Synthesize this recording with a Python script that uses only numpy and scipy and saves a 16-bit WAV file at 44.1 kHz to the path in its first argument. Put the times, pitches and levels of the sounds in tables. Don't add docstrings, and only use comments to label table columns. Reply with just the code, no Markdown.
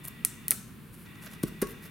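import sys
import numpy as np
from scipy import signal
from scipy.fft import rfft, irfft, next_fast_len
from scipy.io import wavfile

SR = 44100
rng = np.random.default_rng(int(sys.argv[2]) if len(sys.argv) > 2 else 0)


def dump(signal):
    limited = np.clip(np.atleast_2d(signal).T, -1, 1)
    pcm = np.round(limited * 32767).astype(np.int16)
    wavfile.write(sys.argv[1], SR, pcm)


N = 83790
T = np.arange(N) / SR
FREQS = np.geomspace(20, 20000, 120)

# pitch in Hz, likeness from 0 to 1.
EAR_LIKENESS = [(40, 0.9), (90, 0.83), (200, 0.82), (600, 0.69), (1500, 0.54), (4000, 0.61), (10000, 0.75)]
# pitch in Hz, relative level in dB.
RUMBLE_TONE = [(20, -33), (42, -6.5), (80, -7), (110, -2), (150, 0.5), (220, -1), (310, -10), (430, -14.5),
               (560, -26), (780, -28), (1050, -21), (1600, -22.5), (2500, -25), (4000, -31.5),
               (6000, -40.5), (8000, -35.5), (10000, -31.5), (15500, -32.5)]
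# start in seconds, stop in seconds.
MOTOR_RUNS = [(-.1, .515), (1.06, 2.0)]
# pitch in Hz, width in Hz, level in dB.
HOUSING_RINGS = [(1935, 75, -36), (2334, 103, -43), (2590, 150, -44.5), (2784, 94, -42), (3555, 102, -43)]
# pitch in Hz, level in dB, seconds to fade by 60 dB.
ROOM_TAIL = [(60, -28, 0.31), (170, -9, 0.34), (396, -10.5, 0.33), (790, -8.5, 0.59), (1490, -6, 0.73),
             (2480, -9, 0.62), (5940, -6.5, 0.57), (8100, -9.5, 0.4), (10500, -19.5, 0.41),
             (15900, -18, 0.35)]
# start in seconds, length in seconds, hiss level in dB,
# hiss pitch in Hz, paper level in dB, left minus right in dB.
STROKES = [(0.033, 0.039, -39, 10200, -50.5, -1.5), (0.052, 0.0017, -31, 12300, -62, 11),
           (0.052, .0015, -33, 11200, -38, 9), (0.073, 0.0088, -32.5, 12500, -46.5, -1),
           (0.0796, 0.0065, -27.5, 13000, -39.5, 3), (0.509, 0.026, -36, 11000, -38, 0),
           (0.924, 0.035, -50.5, 10500, -57.5, 0), (0.928, 0.16, -53.5, 11300, -60, 1),
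           (1.054, 0.016, -77, 11000, -49.5, -3), (1.152, 0.0095, -66, 11000, -50, -1),
           (1.206, 0.086, -46.5, 11200, -47, 0), (1.261, 0.0034, -40, 10900, -45, 3),
           (1.264, 0.015, -69, 11000, -41, -5), (1.295, 0.07, -48, 10700, -49, -1),
           (1.335, 0.0048, -45, 11500, -46, -3), (1.4306, 0.0023, -28, 10700, -31, 0),
           (1.434, 0.0022, -19.5, 11100, -26.5, 2), (1.4358, 0.005, -42, 10000, -32, -1),
           (1.466, 0.03, -42.5, 11300, -45.5, 1), (1.617, 0.00061, -19, 11900, -23, 0),
           (1.618, 0.0054, -21, 10200, -29, -0.5), (1.62, 0.016, -35, 11600, -31, 1),
           (1.667, 0.0088, -41.5, 13500, -40, 1), (1.675, 0.057, -43.5, 11700, -50.5, 1),
           (1.813, 0.072, -45.5, 12100, -48, 0)]
# pitch in Hz, relative level in dB.
PAPER_TONE = [(200, -4), (550, 3.5), (850, -4), (1150, 4.5), (1600, 4.5), (2100, -1), (2800, -3),
              (4500, -4.5), (7000, -6.5), (16000, -35)]
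# start in seconds, thud gain in dB,
# thud pitch in Hz, thud width in Hz, low ring gain in dB, high ring gain in dB.
FINGER_TAPS = [(1.4352, 23.5, 219, 210, 0, -16.5), (1.6218, 24, 252, 160, -1, -6.5),
               (1.625, 24, 395, 170, -5.5, 4)]
# pitch in Hz, level in dB, seconds to fade by 60 dB.
TABLE_RINGS = [(42.2, -42.5, 0.58), (160, -39.5, 0.49), (360, -41.5, 0.34), (427.5, -40.5, 0.2),
               (1110, -39, 0.18), (1298, -50, 0.058), (1425, -45, .06), (1628, -43, 0.075),
               (2056, -44, 0.065), (2730, -55, 0.048)]
# start in seconds, tick gain in dB, tick pitch in Hz, tick width in
# octaves, knock gain in dB, knock's lower edge in Hz, knock's tilt in dB per octave,
# shiver gain in dB, left minus right in dB.
FILM_SNAPS = [(.2494, 11.5, 10230, 0.28, -6.5, 1110, -1, -3.5, 1),
              (0.4822, 4.5, 11800, 0.3, -11.5, 1710, 0, -11, 2.5),
              (.5081, 16, 11000, 0.27, -6, 250, 0.5, -10, 2.5),
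              (0.5167, -16, 10900, 0.17, -3.5, 1300, -2, -1, -2),
              (0.5231, -7, 9500, 0.19, -18, 300, -1.5, -0.5, -7)]
# pitch in Hz, relative level in dB.
CARD_TONE = [(150, -2), (500, 3.5), (900, 1.5), (1300, -3.5), (2300, -2), (3500, -2.5), (4700, -3.5),
             (6200, -8.5), (9000, -7.5), (16000, 6.5)]
# pitch in Hz, width in Hz, gain in dB.
CARD_RINGS = [(1300, 220, 2), (1997, 240, 2), (2474, 270, -4.5), (3340, 520, 1), (4270, 280, -2),
              (5220, 220, -0.5), (6470, 340, 0.5)]


def from_db(db):
    return 10 ** (np.asarray(db) / 20)


def at_hz(points, hz):
    table = np.array(points)
    return np.interp(np.log(np.maximum(hz, 1)), np.log(table[:, 0]), table[:, 1])


def colour(x, points):
    size = 2 * next_fast_len(N)
    gain = from_db(at_hz(points, np.fft.rfftfreq(size, 1 / SR)))
    cepstrum = irfft(np.log(gain))
    cepstrum[1:size // 2] *= 2
    cepstrum[size // 2 + 1:] = 0
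    return irfft(rfft(x, size) * np.exp(rfft(cepstrum)))[..., :N]


def shaped(x, gain):
    return colour(x, np.c_[FREQS, 20 * np.log10(gain + 1e-6)])


def hump(hz, octaves):
    return 1 / np.sqrt(1 + np.abs(np.log2(FREQS / hz) / octaves) ** 3.2)


def band(x, hz, width_hz):
    low = np.sqrt(hz ** 2 + (width_hz / 2) ** 2) - width_hz / 2
    high = min(low + width_hz, SR / 2 - 500)
    return signal.sosfilt(signal.butter(2, [low, high], "band", fs=SR, output="sos"), x + 1e-18)


def click(start):
    return 1.0 * (np.arange(N) == int(start * SR))


def pan(db):
    return from_db(np.array([[db], [-db]]) / 2)


def convolve(x, response):
    return signal.fftconvolve(np.atleast_2d(x), np.atleast_2d(response), axes=1)[:, :N]


def stereo_noise():
    mid, side = rfft(rng.standard_normal((2, N)))
    alike = at_hz(EAR_LIKENESS, np.fft.rfftfreq(N, 1 / SR))
    return irfft(np.sqrt((1 + alike) / 2) * mid + np.sqrt((1 - alike) / 2) * side * [[1], [-1]], N)


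def fade(fade_s, delay_s=0):
    curve = 1000 ** (-T / fade_s) * (T >= delay_s)
    return curve / np.sqrt(np.sum(curve ** 2))


def room_rumble():
    return from_db(-26.5) * pan(0.5) * colour(stereo_noise(), RUMBLE_TONE)


def motor_whirr():
    ramp_s = 0.0035
    running = sum(np.clip(np.minimum(T - start, stop - T) / ramp_s, 0, 1) for start, stop in MOTOR_RUNS)
    motor = stereo_noise()
    housing = sum(from_db(db) * band(motor, hz, width_hz) for hz, width_hz, db in HOUSING_RINGS)
    hiss = from_db(-52) * band(stereo_noise(), hz=1460, width_hz=2120)
    return running * (housing + hiss)


def room_echoes(x):
    noise, freqs = rfft(stereo_noise()), np.fft.rfftfreq(N, 1 / SR)
    tail, delay_s = 0, 0.0022
    for hz, db, fade_s in ROOM_TAIL:
        share = at_hz([(row[0], row[0] == hz) for row in ROOM_TAIL], freqs)
        tail += from_db(db) * irfft(noise * share, N) * fade(fade_s, delay_s)
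    scatter = from_db(-13.5) * stereo_noise() * fade(0.12, delay_s)
    echo = from_db([[-26], [-14]]) * band(click(0.0021), hz=10000, width_hz=5200)
    return convolve(x, tail + scatter + echo)


def paper_rubs():
    catches_per_s, spread_db, smooth_share = 1500, 3.5, 0.55
    grains = (rng.random(N) < catches_per_s / SR) * rng.choice([-1, 1], N)
    grains = grains * from_db(spread_db * np.minimum(rng.exponential(1, N), 4))
    friction = grains / grains.std() + smooth_share * stereo_noise()
    out = 0
    for start, length, hiss_db, hz, paper_db, pan_db in STROKES:
        swell = np.sin(np.pi * np.clip((T - start) / length, 0, 1))
        stroke = friction * swell
        stroke *= np.sqrt(np.mean(swell ** 2) / np.mean(stroke ** 2))
        hiss_tone = from_db(hiss_db) * hump(hz, octaves=0.27)
        paper_tone = from_db(paper_db + at_hz(PAPER_TONE, FREQS))
        out += pan(pan_db) * shaped(stroke, np.hypot(hiss_tone, paper_tone))
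    return out


def table_taps():
    soft_hz, detune = 553, 0.0037
    thuds, rings = 0, 0
    for start, thud_db, thud_hz, width_hz, low_db, high_db in FINGER_TAPS:
        thuds += from_db(thud_db) * band(click(start), thud_hz, width_hz)
        age = np.maximum(T - start, 0)
        for hz, db, fade_s in TABLE_RINGS:
            ring_db = db + (low_db if hz < soft_hz else high_db)
            ring_hz = hz * (1 + detune * rng.standard_normal())
            rings += from_db(ring_db - 60 * age / fade_s) * np.sin(2 * np.pi * ring_hz * age)
    return signal.sosfilt(signal.butter(8, soft_hz, fs=SR, output="sos"), thuds) + rings


def sticker_snaps():
    snaps, shaking, pivot_hz = 0, 0, 2000
    for start, tick_db, hz, octaves, knock_db, edge_hz, tilt_db, shiver_db, pan_db in FILM_SNAPS:
        knock_tone = from_db(knock_db + tilt_db * np.log2(FREQS / pivot_hz))
        knock_tone /= np.sqrt(1 + (edge_hz / FREQS) ** 8)
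        knock = shaped(click(start), knock_tone)
        rings = sum((-1) ** k * from_db(db) * band(knock, ring_hz, width_hz)
                    for k, (ring_hz, width_hz, db) in enumerate(CARD_RINGS))
        tick_tone = from_db(tick_db) * hump(hz, octaves)
        card_tone = knock_tone * from_db(at_hz(CARD_TONE, FREQS))
        snap = rings + shaped(click(start), np.hypot(tick_tone, card_tone))
        snaps += pan(pan_db) * snap
        shaking += from_db(shiver_db) * snap
    return snaps, shaking


def card_shiver(shaking):
    return convolve(shaking, stereo_noise() * fade(fade_s=0.0098))


def scene():
    snaps, shaking = sticker_snaps()
    hands = snaps + paper_rubs() + table_taps()
    return card_shiver(shaking) + room_rumble() + hands + room_echoes(hands) + motor_whirr()


def record(dry):
    bass_cut = signal.butter(2, 31, "high", fs=SR, output="sos")
    treble_cut = signal.cheby2(16, 70, 16700, fs=SR, output="sos")
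    clipped = np.clip(signal.sosfilt(bass_cut, dry), -1, 1)
    return signal.sosfilt(treble_cut, clipped)


dry = scene()
out = record(dry)
dump(out)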